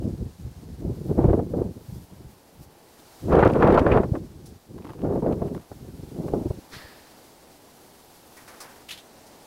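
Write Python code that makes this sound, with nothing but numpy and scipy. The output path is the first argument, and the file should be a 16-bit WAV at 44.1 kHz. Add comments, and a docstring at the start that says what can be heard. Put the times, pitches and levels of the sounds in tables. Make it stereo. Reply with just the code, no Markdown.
"""Gusts of wind rumble, roar and rasp on the two microphone ports of a hand-held camera, then die down.
One force drives all three layers; single eddies thump and slap the ports.
Behind them, on a patio: a town's hum, a thin airy hiss, faintly rustling clothes, and a far swish
that echoes between the houses. Near the end a rubber shoe scuffs, squeaks and scrapes on gritty concrete."""
import sys
import numpy as np
from scipy import signal
from scipy.fft import rfft, irfft, next_fast_len
from scipy.io import wavfile
from scipy.ndimage import uniform_filter1d, minimum_filter1d, map_coordinates

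SR = 44100
rng = np.random.default_rng(int(sys.argv[2]) if len(sys.argv) > 2 else 0)


def unload_wav(signal):
    """Save mono or channel-first audio to the path in sys.argv[1] as 16-bit WAV at rate SR, clipped to [-1, 1]."""
    wavfile.write(
        sys.argv[1],
        SR,
        np.round(np.clip(np.atleast_2d(signal).T, -1, 1) * 32767).astype(np.int16),
    )


N = 417186
FULL_FORCE_DB = -11  # reference force of a full gust

# Spectra of a gust's roar, and of rasp and crackle at the port edges. Each row: Hz, density in dB.
ROAR_SPECTRUM = [(120, -9), (280, -6.5), (430, 2.5), (600, -1.5), (800, -9.5), (1100, -21.5), (1500, -34.5),
                 (2500, -88), (5000, -120)]
RASP_SPECTRUM = [(200, -35), (500, -3.5), (800, 7), (1100, 5), (1500, -1.5), (2000, -10), (3000, -23.5),
                 (4500, -34), (6500, -60), (12000, -80)]
CRACKLE_SPECTRUM = [(800, -13), (2500, 18), (4500, 4.5), (7000, -4), (11000, -7), (15800, -16)]
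# How alike the two ports hear the surroundings. Each row: Hz, coherence.
PORT_COHERENCE = [(100, 0.7), (500, 0.73), (1200, 0.077), (4000, 0.011)]


def amp(db):
    """Decibels to gain."""
    return 10 ** (np.asarray(db) / 20)


def unit(x):
    """Scale to rms 1."""
    return x / np.sqrt(np.mean(x ** 2) + 1e-20)


def pan(right_db):
    """Stereo gains: right up, left down by right_db."""
    return amp([[-right_db], [right_db]])


def along(points, hz):
    """Read (Hz, value) points on a log axis."""
    knots_hz, values = np.transpose(points)
    return np.interp(np.log(hz + 1), np.log(knots_hz + 1), values)


def clock():
    """Sample times in seconds."""
    return np.arange(N) / SR


def curves(rows, outside=None):
    """One per-sample curve for each column after the time."""
    times_s, *columns = np.transpose(rows)
    return [np.interp(clock(), times_s, column, left=outside, right=outside) for column in columns]


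def wobble(rate_hz):
    """A smooth random curve per port, rate_hz knots a second."""
    knots = rng.standard_normal((2, 8192))
    return np.array([map_coordinates(port, [clock() * rate_hz], mode="wrap") for port in knots])


def filtered(x, response):
    """Apply a gain given as a function of Hz."""
    size = next_fast_len(N + 8192)
    return irfft(rfft(x, size) * response(np.fft.rfftfreq(size, 1 / SR)), size)[..., :N]


def shelf(x, corner_hz, treble_gain):
    """Scale the part above corner_hz by a time-varying gain."""
    dull = filtered(x, lambda hz: 1 / (1 + (hz / corner_hz) ** 4))
    return dull + treble_gain * (x - dull)


def noise(spectrum, coherence=((100, 0), (1000, 0))):
    """Steady stereo noise, rms 1."""
    def mid_side_gains(hz):
        angle = np.arccos(np.clip(along(coherence, hz), -1, 1)) / 2
        return amp(along(spectrum, hz)) * [np.cos(angle), np.sin(angle)]

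    mid, side = filtered(rng.standard_normal((2, N)), mid_side_gains)
    return unit(np.array([mid + side, mid - side]))


def bursts(starts_s, levels_db, rise_s, t60_s):
    """Envelope that jumps at each start and dies away."""
    envelope, t = np.zeros(N + 2 * SR), np.arange(2 * SR) / SR
    shape = (1 - np.exp(-t / rise_s)) * amp(-60 * t / t60_s)
    for start_s, db in zip(starts_s, levels_db):
        envelope[max(round(start_s * SR), 0):][:len(t)] += amp(db) * shape / shape.max()
    return envelope[:N]


def spurts(rate_hz, life_s, spread_db):
    """Envelope per port: eddies of random size arrive abruptly and fade."""
    arrivals = rng.random((2, N)) < rate_hz / SR
    sizes = amp(spread_db * np.clip(rng.standard_normal((2, N)), -2, 2))
    power = signal.lfilter([1], [1, -np.exp(-1 / (life_s * SR))], (arrivals * sizes) ** 2)
    return np.sqrt(unit(power) + 0.0063)


def rough_ring(pitch_hz, flicker_hz, jitter_hz):
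    """Gliding tone with random amplitude and phase, rms 1."""
    phase = 2 * np.pi * np.cumsum(pitch_hz) / SR
    return unit(wobble(flicker_hz) * np.sin(phase + wobble(jitter_hz)))


def eddies(spectrum, stir, window_samples):
    """Pressure jolts of strength stir, rounded off by the port; slow power evened out to 1."""
    jolts = rng.standard_normal((2, N)) * stir
    pressure = unit(filtered(jolts, lambda hz: amp(along(spectrum, hz))))
    slow_power = uniform_filter1d(np.mean(pressure ** 2, axis=0), window_samples)
    return pressure / np.sqrt(np.abs(slow_power) + 1e-9)


def airflow(puff_rise_db_per_s=600, puff_fall_db_per_s=287):
    """Force and extra rumble, soft buffet and rasp in dB, set by the strongest gust or puff of the moment."""
    # Four strong gusts, one curve each. Each point: time in seconds, force in dB.
    gusts = [
        [(1.03, -36), (1.06, -34), (1.112, -23), (1.142, -33), (1.19, -19.5), (1.386, -22), (1.49, -42.5),
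         (1.536, -28), (1.582, -25), (1.596, -22), (1.714, -36.5), (1.74, -65)],
        [(3.2, -62), (3.242, -32.5), (3.336, -14.5), (3.5, -16.5), (3.524, -24), (3.558, -16.5), (3.586, -21.5),
         (3.628, -14.5), (3.79, -16), (3.808, -20), (3.974, -16), (4.11, -34.5)],
        [(4.96, -46), (5.05, -20.5), (5.148, -23), (5.156, -18), (5.216, -33.5), (5.224, -23.5), (5.332, -19.5),
         (5.36, -31), (5.428, -24), (5.438, -25.5), (5.586, -33), (5.65, -77)],
        [(6.1, -60), (6.118, -37.5), (6.212, -25.5), (6.316, -29.5), (6.332, -22.5), (6.452, -27.5),
         (6.47, -25), (6.494, -38.5), (6.51, -20), (6.54, -42), (6.594, -37.5), (6.6, -63)],
    ]
    # Each gust meets the ports at its own angle. Each row: extra rumble, soft buffet and rasp in dB.
    gust_colours = [(2, 1, 0), (1.5, -2, 6.5), (-1, -1, 0), (-3, -3, -14)]
    # Light puffs. Each row: arrival and hold in seconds, force and extra rumble in dB.
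    puffs = [(0.014, 0.08, -31, 6), (0.12, 0.14, -39.5, 7.5), (0.422, 0.049, -45, 10.5),
             (0.58, 0.3, -49, 7.5), (0.823, 0.094, -30.5, 4.5), (0.97, .08, -36, 1.5),
             (1.769, 0.024, -41, 1), (1.902, 0.078, -47.5, 9), (2.11, .17, -54.5, 5),
             (2.575, 0.063, -57.5, 6.5), (4.137, 0.012, -23.5, -5), (4.209, 0.013, -35, 1.5),
             (4.31, 0.22, -47, 1), (4.704, 0.25, -41, -3), (5.713, 0.12, -50, 1.5), (5.818, .26, -44, 1)]
    blows = [(curves(gust, outside=-150)[0], colour) for gust, colour in zip(gusts, gust_colours)]
    for arrival_s, hold_s, held_db, rumble_db in puffs:
        t = clock() - arrival_s
        shape_db = puff_rise_db_per_s * np.minimum(t, 0) - puff_fall_db_per_s * np.maximum(t - hold_s, 0)
        blows.append((held_db + np.maximum(shape_db, -150), (rumble_db, 0, 0)))
    flow_db = np.zeros((4, N))
    flow_db[0] = -140  # still air
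    for force_db, colour in blows:
        leads = force_db > flow_db[0]
        flow_db[0, leads] = force_db[leads]
        flow_db[1:, leads] = np.array(colour)[:, None]
    return uniform_filter1d(flow_db, size=300)


def wind(fitful_db=1.5, fitful_below_db=-30, rumble_db_per_db=0.69, rasp_db_per_db=2.43):
    """Wind at the ports: a breeze rumbles fitfully, a gust roars and rasps."""
    force_db, rumble_db, soft_db, rasp_db = airflow()
    breeze = np.clip((fitful_below_db - force_db) / 10, 0, 1)
    force_db = force_db + fitful_db * breeze * wobble(rate_hz=28)[0]
    excess_db = force_db - FULL_FORCE_DB
    swirl = 0.87 * wobble(rate_hz=55)[0] + 0.5 * wobble(rate_hz=70)  # mostly common to both ports
    flutter = spurts(rate_hz=260, life_s=0.0082, spread_db=6)
    rumble_drive = amp(rumble_db_per_db * excess_db + rumble_db)
    rasp_drive = amp(rasp_db_per_db * excess_db + rasp_db)
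    return (rumble(rumble_drive, swirl) + buffet(force_db, soft_db, swirl, flutter)
            + rasp(rasp_drive, swirl, flutter) + slaps() + patter())


def rumble(drive, swirl, lump_db=-18, thump_db=-5, stagger_s=0.0012):
    """Large eddies: a lumpy rumble, and one-cycle thumps that reach the ports a moment apart."""
    # Rumble spectrum. Each row: Hz, density in dB.
    spectrum = [(12, -38), (25, -19), (50, -4), (85, 1.5), (150, -0.5), (230, -8), (400, -25), (800, -52),
                (2000, -120)]
    # Single large eddies. Each row: centre time in seconds, relative level in dB, centre in Hz.
    thumps = [(0.055, -10.5, 229), (0.079, -14, 230), (0.108, -15, 210), (0.229, -13, 109),
              (0.459, -24, 100), (0.848, -18, 89), (0.882, -17, 120), (1.117, -16, 100), (1.25, -1, 130),
              (1.286, -2, 75), (1.315, -2, 85.5), (1.62, -21, 150), (2.268, -24, 90), (3.485, -20, 130),
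              (4.123, -6, 112), (5.946, -27, 100), (6.466, -11, 130), (6.508, -10.5, 100),
              (6.767, -27, 109), (6.85, -31, 85)]
    lumps = eddies(spectrum, amp(4.6 * swirl), window_samples=3000)
    pushes = np.zeros((2, N))
    half_samples = SR // 20
    t = np.arange(-half_samples, half_samples) / SR
    for centre_s, db, hz in thumps:
        lateness, size = rng.standard_normal((2, 2, 1))
        phase = np.pi * hz * (t - stagger_s * lateness)
        push = (1 - 2 * phase ** 2) * np.exp(-phase ** 2) * amp(2 * size)
        pushes[:, round(centre_s * SR) - half_samples:][:, :len(t)] += amp(db + thump_db) * push
    return amp(lump_db) * drive * lumps + pushes


def buffet(force_db, extra_soft_db, swirl, flutter, soft_db=1.5, roar_db=3):
    """Small eddies: soft and round in a breeze, a brighter roar as the wind rises."""
    # Soft buffet spectrum. Each row: Hz, density in dB.
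    spectrum = [(60, -28), (150, -5.5), (240, -4), (350, 0.5), (480, -4.5), (700, -18), (1000, -33),
                (2500, -79), (5000, -120)]
    excess_db = np.clip(force_db - FULL_FORCE_DB, -25, 5)
    soft = eddies(spectrum, amp(5.3 * swirl) * flutter, window_samples=2800)
    soft = shelf(soft, corner_hz=330, treble_gain=amp(0.46 * np.minimum(excess_db, 0)))
    roar = eddies(ROAR_SPECTRUM, amp(0.81 * swirl) * flutter, window_samples=2800) * pan(right_db=1.7)
    soft_gain = amp(soft_db + extra_soft_db - 0.12 * excess_db)
    roar_gain = amp(roar_db + 0.79 * excess_db)
    return amp(force_db) * (soft_gain * soft + roar_gain * roar)


def town_hum(level_db=-52):
    """A distant town's hum swells and sinks."""
    # Hum spectrum. Each row: Hz, density in dB.
    spectrum = [(22, -50), (38, -21), (60, -5.5), (170, -4.5), (270, 0), (600, -3.5), (850, -2.5),
                (1200, -14), (3000, -19), (6000, -60)]
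    # Slow swell. Each row: time in seconds, gain in dB.
    swell = [(0, -6.5), (3, -2.5), (4.5, -8.5), (6.5, -1.5), (8.1, -2), (8.6, -1), (9.4, 0)]
    gain = amp(level_db + curves(swell)[0] + 0.7 * wobble(rate_hz=18)[0])
    return gain * noise(spectrum, PORT_COHERENCE)


def air_hiss(hiss_gain_db=8, fizz_gain_db=5):
    """A thin, drifting hiss with fizz on top; both flicker slightly."""
    # Slow drift. Each row: time in seconds, relative hiss and fizz levels in dB.
    drift = [(0.0, -63.5, -67), (1.84, -65, -65.5), (2.69, -66, -66), (3.24, -58, -60.5), (3.37, -62, -66),
             (4.11, -64.5, -67.5), (4.79, -67, -68), (5.95, -63, -63.5), (7.06, -60.5, -62.5),
             (7.56, -62.5, -63.5), (8.22, -61, -60.5), (8.59, -59.5, -60), (9.12, -61, -64),
             (9.46, -60.5, -63.5)]
    # Hiss and fizz spectra. Each row: Hz, density in dB.
    hiss_spectrum = [(1000, 7), (2500, -1), (4500, 3), (5600, 1.5), (7000, -0.5), (9000, -1.5),
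                     (12000, -15), (16000, -19)]
    fizz_spectrum = [(5000, -36), (9000, -6), (11500, 1), (13000, -3), (15800, -4)]
    hiss_db, fizz_db = curves(drift)
    hiss = amp(hiss_db + hiss_gain_db) * noise(hiss_spectrum, PORT_COHERENCE)
    fizz = amp(fizz_db + fizz_gain_db) * noise(fizz_spectrum)
    return (hiss + fizz) * amp(0.8 * wobble(rate_hz=44)[0])


def slaps(slap_gain_db=-8, spit_gain_db=-7, slap_t60_s=0.052):
    """Single eddies strike with a dull burst and a rasping edge; wind spits at the port edges."""
    # Eddy strikes. Each row: start in seconds, relative level in dB, rasp against it in dB.
    strikes = [(0.023, -32, -21), (1.095, -22, -32), (1.189, -11.5, -32), (1.245, -4.5, -27),
               (1.331, -5.5, -18.5), (1.391, -8, -24), (1.536, -11.5, -26), (3.366, -2, -26),
               (3.426, 5, -4.5), (3.624, -17, 13.5), (3.775, -3.5, 0.5), (3.864, -2, -7.5),
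               (3.945, -5, -13.5), (3.973, -11.5, 1.5), (4.032, -12, -8), (4.152, -14, -9),
               (5.156, -12.5, -27), (5.223, -12.5, -37), (5.262, -7.5, -19.5), (5.325, -28, -6),
               (5.419, -8.5, -36), (5.715, -25, -12), (6.281, -21.5, -12), (6.336, -6, -35)]
    # Spits. Each row: start in seconds, relative level in dB.
    spits = [(3.362, -39), (3.449, -27.5), (3.489, -37), (3.498, -32.5), (3.5345, -32), (3.599, -38),
             (3.744, -27.5), (3.786, -31), (3.793, -24), (3.92, -32), (3.94, -38), (4.823, -50),
             (4.872, -42), (5.324, -37), (6.287, -47)]
    starts_s, strike_db, rasp_db = np.transpose(strikes)
    body = bursts(starts_s, strike_db + slap_gain_db, rise_s=0.0012, t60_s=slap_t60_s)
    body = body * eddies(ROAR_SPECTRUM, stir=1, window_samples=300)
    edge = bursts(starts_s, strike_db + rasp_db + slap_gain_db, rise_s=0.0011, t60_s=slap_t60_s)
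    edge = edge * noise(RASP_SPECTRUM)
    spit_s, spit_db = np.transpose(spits)
    spit = bursts(spit_s, spit_db + spit_gain_db, rise_s=0.00015, t60_s=0.03) * noise(CRACKLE_SPECTRUM)
    return body + (edge + spit) * pan(right_db=3.5)


def rustles():
    """Cloth slides on cloth in short, faint swells."""
    # Cloth movements. Each row: centre and length in seconds, level in dB.
    slides = [(1.073, 0.3, -59), (1.948, 0.28, -57), (2.037, .04, -65), (2.32, 0.054, -60),
              (2.635, 0.044, -53)]
    # Cloth spectrum. Each row: Hz, density in dB.
    spectrum = [(2000, -9), (5000, -1), (8000, -3), (11000, -3), (14000, 0), (16000, -9)]
    swell = sum(amp(db) * np.exp(-(2 * (clock() - centre_s) / length_s) ** 2)
                for centre_s, length_s, db in slides)
    return swell * noise(spectrum)


def rasp(drive, swirl, flutter, edge_db=-19, crackle_db=-42, tear_db=-24):
    """Hard gusts tear at the port edges, mostly the right one, and crackle at their height."""
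    tearing = drive / np.sqrt(1 + (drive / 2) ** 2)  # saturates at 2
    brightness = (tearing / tearing.max()) ** 0.12  # faster air, more treble
    edge = eddies(RASP_SPECTRUM, amp(1.8 * swirl) * flutter, window_samples=2800)
    edge = shelf(edge, corner_hz=1400, treble_gain=brightness)
    pops = spurts(rate_hz=110, life_s=0.0005, spread_db=9)
    crackle = brightness * eddies(CRACKLE_SPECTRUM, pops, window_samples=2000)
    # Once, the air catches an edge and rasps in a narrow band. Each row: Hz, density in dB.
    tear_spectrum = [(1500, -7), (2300, 0), (2900, -8), (3800, -32), (6000, -59)]
    tear = bursts([3.914], [tear_db], rise_s=0.0068, t60_s=0.055) * noise(tear_spectrum)
    return (tearing * (amp(edge_db) * edge + amp(crackle_db) * crackle) + tear) * pan(right_db=3)


def scuffs(grit_db=-10, sole_db=-15):
    """Grit crunches under each light step, over the duller rub of the sole."""
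    # Steps. Each row: start in seconds, relative level in dB, extra rub in dB.
    steps = [(4.456, -37.5, -39), (8.367, -37.5, 1.5), (8.4777, -36, 4), (8.5365, -53, -9),
             (8.603, -27, -2.5), (9.2644, -41, -5)]
    # Grit and sole spectra. Each row: Hz, density in dB.
    grit_spectrum = [(1000, -16), (3000, -12), (5300, 2), (7200, -6), (10000, -2.5), (13000, -10),
                     (16000, -11)]
    sole_spectrum = [(150, -16), (500, -1), (1000, 2), (1500, 1.5), (1950, -1.5), (2700, -9), (4000, -16),
                     (10000, -46)]
    starts_s, step_db, rub_db = np.transpose(steps)
    grit = unit(noise(grit_spectrum) * amp(1.4 * wobble(rate_hz=500)))
    crunch = bursts(starts_s, step_db + grit_db, rise_s=0.0015, t60_s=0.17)
    rub = bursts(starts_s, step_db + rub_db + sole_db, rise_s=0.00067, t60_s=0.75)
    return crunch * grit + rub * noise(sole_spectrum, PORT_COHERENCE)


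def patter():
    """Tiny, quick jolts of air at the ports around the third gust."""
    # Patter envelope. Each row: time in seconds, level in dB.
    levels = [(4.78, -54), (4.83, -42), (4.93, -47.5), (5.3, -60), (5.55, -47.5), (5.65, -53)]
    # Jolt spectrum. Each row: Hz, density in dB.
    spectrum = [(400, 1), (900, 9), (1600, -6), (3000, -13), (5000, -28), (10000, -37)]
    jolts = unit(noise(spectrum) * spurts(rate_hz=85, life_s=0.0012, spread_db=6))
    return amp(curves(levels, outside=-120)[0]) * jolts


def swish(direct_db=-38, echo_db=-46, ring_db=-48):
    """A far swish lingers between the houses with a rough, sagging ring."""
    # Direct and echo spectra. Each row: Hz, density in dB.
    direct_spectrum = [(300, -1.5), (600, -12), (1300, -4), (1850, -1.5), (2800, -10.5), (4400, -3.5),
                       (5600, -12), (7000, -18), (12000, -22), (15800, -30)]
    echo_spectrum = [(300, -3.5), (900, -2.5), (1850, -5), (3500, -8.5), (4800, -3.5), (6200, -22),
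                     (15000, -19)]
    swell = uniform_filter1d(bursts([6.72], [direct_db], rise_s=0.0079, t60_s=0.37), size=1100)
    direct = swell * noise(direct_spectrum, PORT_COHERENCE)
    echo = bursts([6.74], [echo_db], rise_s=0.016, t60_s=1.54) * noise(echo_spectrum, PORT_COHERENCE)
    ring_hz = np.interp(clock(), [6.75, 7.0], [1910, 1684])
    ring = rough_ring(ring_hz, flicker_hz=300, jitter_hz=220)
    return direct + echo + bursts([6.765], [ring_db], rise_s=0.025, t60_s=0.77) * ring


def squeak(start_s=8.371, level_db=-50):
    """The rubber squeaks briefly in one scuff."""
    # Squeak spectrum. Each row: Hz, density in dB.
    spectrum = [(1500, -32), (1900, 3), (2100, -8), (2350, -6), (2800, -30)]
    return bursts([start_s], [level_db], rise_s=0.002, t60_s=0.15) * noise(spectrum, PORT_COHERENCE)


def scrape(grain_db=-1, ring_db=-2):
    """Rubber drags and catches on concrete: grains, and a rough ring that rises, then sags."""
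    # Catches of the sole. Each row: start in seconds, relative level in dB, ring in Hz.
    catches = [(8.885, -38.5, 2650), (8.905, -36.5, 2900), (8.924, -53, 3800), (8.974, -47, 3370)]
    # Drag spectrum. Each row: Hz, density in dB.
    spectrum = [(500, -18), (2000, 1.5), (2600, 3.5), (4300, 0.5), (5200, -2), (8000, -7), (11000, -7),
                (15500, -16)]
    starts_s, levels_db, ring_hz = np.transpose(catches)
    grains = unit(noise(spectrum) * amp(0.63 * wobble(rate_hz=710)))
    ring = rough_ring(np.interp(clock(), starts_s, ring_hz), flicker_hz=1600, jitter_hz=510)
    envelope = bursts(starts_s, levels_db, rise_s=0.0037, t60_s=0.16)
    return envelope * (amp(grain_db) * grains + amp(ring_db) * ring) * pan(right_db=-1)


def scene():
    """Wind on the ports over the quiet patio."""
    return wind() + town_hum() + air_hiss() + rustles() + scuffs() + swish() + squeak() + scrape()


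def record(dry):
    """Fast limiter at full scale, then a band limit."""
    window_samples, top_hz = 161, 15800
    needed_gain = 1 / np.maximum(np.abs(dry).max(axis=0), 1)
    gain = uniform_filter1d(minimum_filter1d(needed_gain, window_samples), window_samples)
    return filtered(dry * gain, lambda hz: hz < top_hz)


dry = scene()
out = record(dry)
unload_wav(out)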